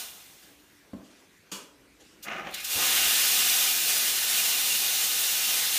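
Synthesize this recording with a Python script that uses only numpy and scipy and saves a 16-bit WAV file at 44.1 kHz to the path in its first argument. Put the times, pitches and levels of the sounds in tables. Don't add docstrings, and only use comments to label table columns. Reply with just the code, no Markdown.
import sys
import numpy as np
from scipy import signal
from scipy.fft import rfft, irfft, next_fast_len
from scipy.io import wavfile
from scipy.ndimage import uniform_filter1d, map_coordinates

SR = 44100
rng = np.random.default_rng(int(sys.argv[2]) if len(sys.argv) > 2 else 0)


def generate_wav(signal):
    frames = np.transpose(np.atleast_2d(signal))
    scaled = np.clip(frames, -1, 1) * 32767
    pcm = np.round(scaled).astype(np.int16)
    wavfile.write(sys.argv[1], SR, pcm)


N = 254898
TIME_S = np.arange(N) / SR


# frequency_hz, density_db
JET_SPECTRUM = [(1470, -31), (2500, -4.5), (3550, -2.5), (4480, -1.5), (6500, 0.5), (8000, -2),
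                (9200, -0.5), (10500, -3), (12800, -1.5), (14000, -1.5), (14500, -0.5), (15100, 0),
                (16000, -6.5)]
def steam():
    closing = closing_wand()
    opening, opening_rush = opening_wand()
    water = water_gushes()
    hiss_gain = closing + opening + amp(-22) * water + spits()
    rush_gain = amp(-9) * closing + opening_rush
    roar_gain = amp(-16.5) * closing + amp(-22) * opening + amp(-9.5) * water + first_blast()
    surge = amp(0.3 * wobble(9) + 0.5 * wobble(30))
    hiss = hiss_gain * noise(JET_SPECTRUM, patchy_db=0.9)
    flow = surge * (hiss + tray_rush(rush_gain) + tray_roar(roar_gain))
    in_bay = steel_bay(flow + spatter(water))
    return amp(-1.5) * room(in_bay + hiss_gain * droplet_pings(), wet_db=-11)


# time_s, hiss_db, rush_over_hiss_db
VALVE_OPENING = [(2.48, -68, 2), (2.55, -41.5, 2.5), (2.62, -42.5, 0), (2.72, -26.5, -11),
                 (2.86, -24, -5.5), (3.25, -22, -8), (3.8, -23, -11.5), (4.04, -24.5, -9), (4.55, -24, -10),
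                 (5.4, -25, -11), (5.78, -25, -8)]
def opening_wand():
    time_s, hiss_db, rush_over_hiss_db = np.transpose(VALVE_OPENING)
    return gain_curve(time_s, hiss_db), gain_curve(time_s, hiss_db + rush_over_hiss_db)


# start_db, fall_db_per_s
SHUT_OFF_DECAYS = [(-37, 159), (-44.5, 28.5)]
def closing_wand():
    return sum(amp(db - fall_db_per_s * TIME_S) for db, fall_db_per_s in SHUT_OFF_DECAYS)


# start_s, level_db, length_s
STEAM_SPITS = [(2.224, -31.5, 0.022), (2.5077, -47, 0.0073), (2.54, -25, 0.0078), (2.5824, -52, 0.0068),
               (2.6, -38, 0.01), (2.642, -25.5, 0.011)]
def spits():
    gain = np.zeros(N)
    for start_s, level_db, length_s in STEAM_SPITS:
        age = np.clip((TIME_S - start_s) / length_s, 0, 30)
        gain += amp(level_db) * age * np.exp(-age * age)
    return gain


# start_s, hold_s, level_db
TRAY_BLAST = [(2.732, 0.018, -41.5)]
def first_blast():
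    return sum(swell(*row, rise_s=0.039, fall_db_per_s=65) for row in TRAY_BLAST)


# frequency_hz, density_db
RUSH_SPECTRUM = [(650, -22.5), (1100, -11), (1530, 0), (2270, 2), (2860, 2), (4090, 4), (4500, -3),
                 (5850, -6.5), (9900, -120)]
def tray_rush(gain):
    return gain * amp(0.83 * wobble(60)) * noise(RUSH_SPECTRUM, patchy_db=1.3)


# frequency_hz, density_db
ROAR_SPECTRUM = [(53, -52), (90, -21.5), (183, -6), (481, -6), (540, -6.5), (771, 0), (854, -2.5),
                 (1400, -6), (1820, -9), (3080, -120)]
def tray_roar(gain):
    return gain * noise(ROAR_SPECTRUM, patchy_db=-0.56)


# pitch_hz, level_re_hiss_db
DROPLET_PINGS = [(2430, -22.5), (2790, -18.5), (3455, -25.5), (3650, -25.5)]
def droplet_pings():
    tones = np.zeros(N)
    for pitch_hz, level_db in DROPLET_PINGS:
        flare = amp(6 * wobble(35))
        tones += amp(level_db) * unit(flare * np.sin(2 * np.pi * pitch_hz * TIME_S + 2.5 * wobble(60)))
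    return tones


# centre_hz, width_hz, lift_db
BAY_RESONANCES = [(485, 30, 5), (764, 30, 5.5), (1232, 25, 7), (1478, 30, 6), (1796, 30, 5), (2042, 30, 5),
                  (2163, 20, 5), (2430, 30, 5), (2557, 15, 4), (2790, 35, 7), (2960, 50, 4), (3143, 20, 4),
                  (3455, 25, 7), (3655, 45, 5), (4240, 55, 3.5), (5750, 40, 2), (10329, 20, 4)]
def steel_bay(sound):
    def response(hz):
        return 1 + sum((amp(lift_db) - 1) / (1 + (2 * (hz - centre_hz) / width_hz) ** 2)
                       for centre_hz, width_hz, lift_db in BAY_RESONANCES)
    return filtered(sound, response)


# start_s, hold_s, level_db
GUSHES = [(2.226, 0.13, -38), (2.42, 0.011, -37.5)]
def water_gushes():
    return sum(swell(*row, rise_s=0.05, fall_db_per_s=296) for row in GUSHES)


# frequency_hz, density_db
SPLASH_SPECTRUM = [(53, -51), (90, -33), (184, 4), (270, -10), (375, 2.5), (429, -32), (481, -6), (764, -2),
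                   (1080, -9), (1190, 0), (1890, -3), (2470, -1), (3500, -12), (4500, -21), (6360, -18),
                   (9000, -41), (11700, -68), (19800, -120)]
def spatter(gain):
    droplets = unit(amp(2.5 * wobble(250) + 1.2 * wobble(40)))
    return gain * droplets * noise(SPLASH_SPECTRUM, patchy_db=1.2)


# start_s, level_db, pitch_ratio
PANEL_BLOWS = [(0.933, -26.5, 1), (0.995, -39, 1.55), (2.755, -33, 0.62)]
# pitch_hz, level_db, t60_s
PANEL_MODES = [(124, -10, 0.096), (204.6, 4.5, 0.084), (275, -3.5, 0.11), (398, -4, 0.054),
               (503, -2.5, 0.043), (643, -7, 0.052), (740, -14, 0.12), (1040, -15, 0.054),
               (1370, -26, 0.046)]
def thuds():
    panel = struck(PANEL_BLOWS, PANEL_MODES, crack_db=-49, crack_t60_s=0.05, blur=10.6, rise_s=0.00089)
    return room(panel, wet_db=-5.5)


# start_s, level_db, pitch_ratio
METAL_BLOWS = [(0.424, -49, 0.71), (0.462, -65, 0.6), (1.5155, -29, 1.01)]
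# pitch_hz, level_db, t60_s
METAL_MODES = [(240, -27, 0.22), (515, -12, .3), (1016, -14, 0.52), (1135, -7, 0.25), (1310, -24, 0.24),
               (2440, -7, 0.27), (2850, -7, 0.27), (3250, -11, 0.45), (4530, -7, 0.26), (6650, 5, 0.074)]
def clacks():
    metal = struck(METAL_BLOWS, METAL_MODES, crack_db=-6, crack_t60_s=0.32, blur=22, rise_s=0.0023)
    return room(metal, wet_db=-5)


# frequency_hz, density_db
CRACK_SPECTRUM = [(88, -41), (150, -9), (234, -4), (273, -7), (591, -10), (718, -27), (775, -22),
                  (997, -13), (1380, -10), (1920, -21), (3000, -12.5), (3930, -16), (6620, -10.5),
                  (12100, -19), (15200, -22)]
def struck(blows, modes, crack_db, crack_t60_s, blur, rise_s):
    ring, crack_gain = np.zeros((2, N + SR))
    t = np.arange(SR // 2) / SR
    attack = 1 - np.exp(-t / rise_s)
    for start_s, level_db, pitch_ratio in blows:
        span = round(start_s * SR) + np.arange(len(t))
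        for pitch_hz, mode_db, t60_s in modes:
            drift = blur * np.cumsum(rng.standard_normal(len(t))) / np.sqrt(SR)
            envelope = attack * amp(level_db - 8.5 + mode_db - 60 * t / t60_s)
            ring[span] += envelope * np.sin(2 * np.pi * pitch_ratio * pitch_hz * t + drift)
        crack_gain[span] += attack * amp(level_db + crack_db - 60 * t / crack_t60_s)
    return ring[:N] + crack_gain[:N] * noise(CRACK_SPECTRUM, patchy_db=0.4)


# start_s, hold_s, level_db, rise_s
SLEEVE_PASSES = [(0.976, 0.11, -62, 0.078), (1.989, 0.046, -57.5, 0.016)]
# frequency_hz, density_db
CLOTH_SPECTRUM = [(880, -33), (1500, -6), (2390, -15), (2830, -1), (3710, -7), (6270, -5.5), (7990, -9),
                  (14000, -24)]
def rustle():
    gain = sum(swell(*row, fall_db_per_s=51) for row in SLEEVE_PASSES)
    return gain * amp(1.3 * wobble(54)) * noise(CLOTH_SPECTRUM, patchy_db=2.5)


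# start_s, hold_s, level_db, pitch_hz
HUM_SPELLS = [(0.387, .4, -69, 290), (1.1, .15, -74, 275), (1.698, 0.2, -67.5, 282),
              (1.894, 0.55, -66.5, 309.6)]
def hum():
    waver = 2 * np.pi * np.cumsum(6 * wobble(30)) / SR
    flutter = amp(3 * wobble(10))
    tones = np.zeros(N)
    for start_s, hold_s, level_db, pitch_hz in HUM_SPELLS:
        gain = swell(start_s, hold_s, level_db, rise_s=0.046, fall_db_per_s=47)
        tones += gain * np.sin(2 * np.pi * pitch_hz * TIME_S + waver)
    return np.sqrt(2) * flutter * tones


# pitch_hz, level_db
MACHINE_WHINES = [(1590, -82), (1975, -81)]
def whine():
    return sum(amp(db + 2.1 * wobble(5.2)) * np.sin(2 * np.pi * hz * TIME_S + 2.1 * wobble(40))
               for hz, db in MACHINE_WHINES)


# time_s, level_db
BUFFET_LEVELS = [(0.0, -77), (1.1, -80), (2.3, -71), (2.85, -64), (3.3, -65), (3.6, -92), (5.78, -89)]
def buffeting():
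    spectrum = [(15, -38), (30, -16), (50, 16), (75, 7), (110, -27), (200, -77)]
    gusts = amp(2.5 * wobble(2.6))
    return gain_curve(*np.transpose(BUFFET_LEVELS)) * gusts * noise(spectrum, patchy_db=0)


# frequency_hz, density_db
ROOM_TONE_SPECTRUM = [(47, -34), (80, 1.5), (386, 3.5), (718, -5), (1600, -3.5), (1740, -3.5), (2330, -3),
                      (2900, -6.5), (14000, -17), (15000, -24), (16000, -41)]
def room_tone():
    return amp(-60.5) * noise(ROOM_TONE_SPECTRUM, patchy_db=2.7)


# frequency_hz, t60_s
ROOM_DECAY = [(150, 0.24), (400, 0.78), (1040, 0.45), (2760, 0.33), (7280, 0.31)]
def room(direct, wet_db):
    hz, t, bins = signal.stft(rng.standard_normal(SR // 2), SR, nperseg=256)
    decay = amp(-60 * t / along(ROOM_DECAY, hz)[:, None])
    tail = signal.istft(bins * decay, SR, nperseg=256)[1]
    tail = signal.lfilter([1], [1, -0.45], tail)
    delayed = np.pad(direct, (200, 0))
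    return direct + amp(wet_db) * signal.fftconvolve(delayed, tail / np.linalg.norm(tail))[:N]


def noise(spectrum, patchy_db):
    bins = signal.stft(rng.standard_normal(N), nperseg=512)[2]
    patches = uniform_filter1d(rng.standard_normal(bins.shape), size=6, axis=0)
    patches = uniform_filter1d(patches, size=10, axis=1)
    patchy = signal.istft(bins * amp(patchy_db * unit(patches)), nperseg=512)[1][:N]
    return unit(filtered(patchy, lambda hz: amp(along(spectrum, hz))))


def swell(start_s, hold_s, level_db, rise_s, fall_db_per_s):
    age_s = TIME_S - start_s
    falling_s = np.maximum(age_s - rise_s - hold_s, 0)
    return np.clip(age_s / rise_s, 0, 1) ** 2 * amp(level_db - fall_db_per_s * falling_s)


def gain_curve(time_s, level_db):
    return amp(np.interp(TIME_S, time_s, level_db, -120, -120))


def wobble(rate_hz):
    return map_coordinates(rng.standard_normal(int(N * rate_hz / SR) + 4), [TIME_S * rate_hz])


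def filtered(x, response):
    size = next_fast_len(N + SR // 2)
    return irfft(rfft(x, size) * response(np.fft.rfftfreq(size, 1 / SR)), size)[..., :N]


def along(points, hz):
    knots_hz, values = np.transpose(points)
    return np.interp(np.log(hz + 1), np.log(knots_hz + 1), values)


def amp(db):
    return 10 ** (np.asarray(db) / 20)


def unit(x):
    return x / np.sqrt(np.mean(x ** 2) + 1e-20)


def scene():
    knocks = filtered(thuds() + clacks(), lambda hz: (1j * hz / (45 + 1j * hz)) ** 2)
    mono = steam() + knocks + rustle() + hum() + whine() + buffeting() + room_tone()
    return np.tile(mono, (2, 1))


def record(dry):
    return filtered(dry, lambda hz: hz < 15300)


dry = scene()
out = record(dry)
generate_wav(out)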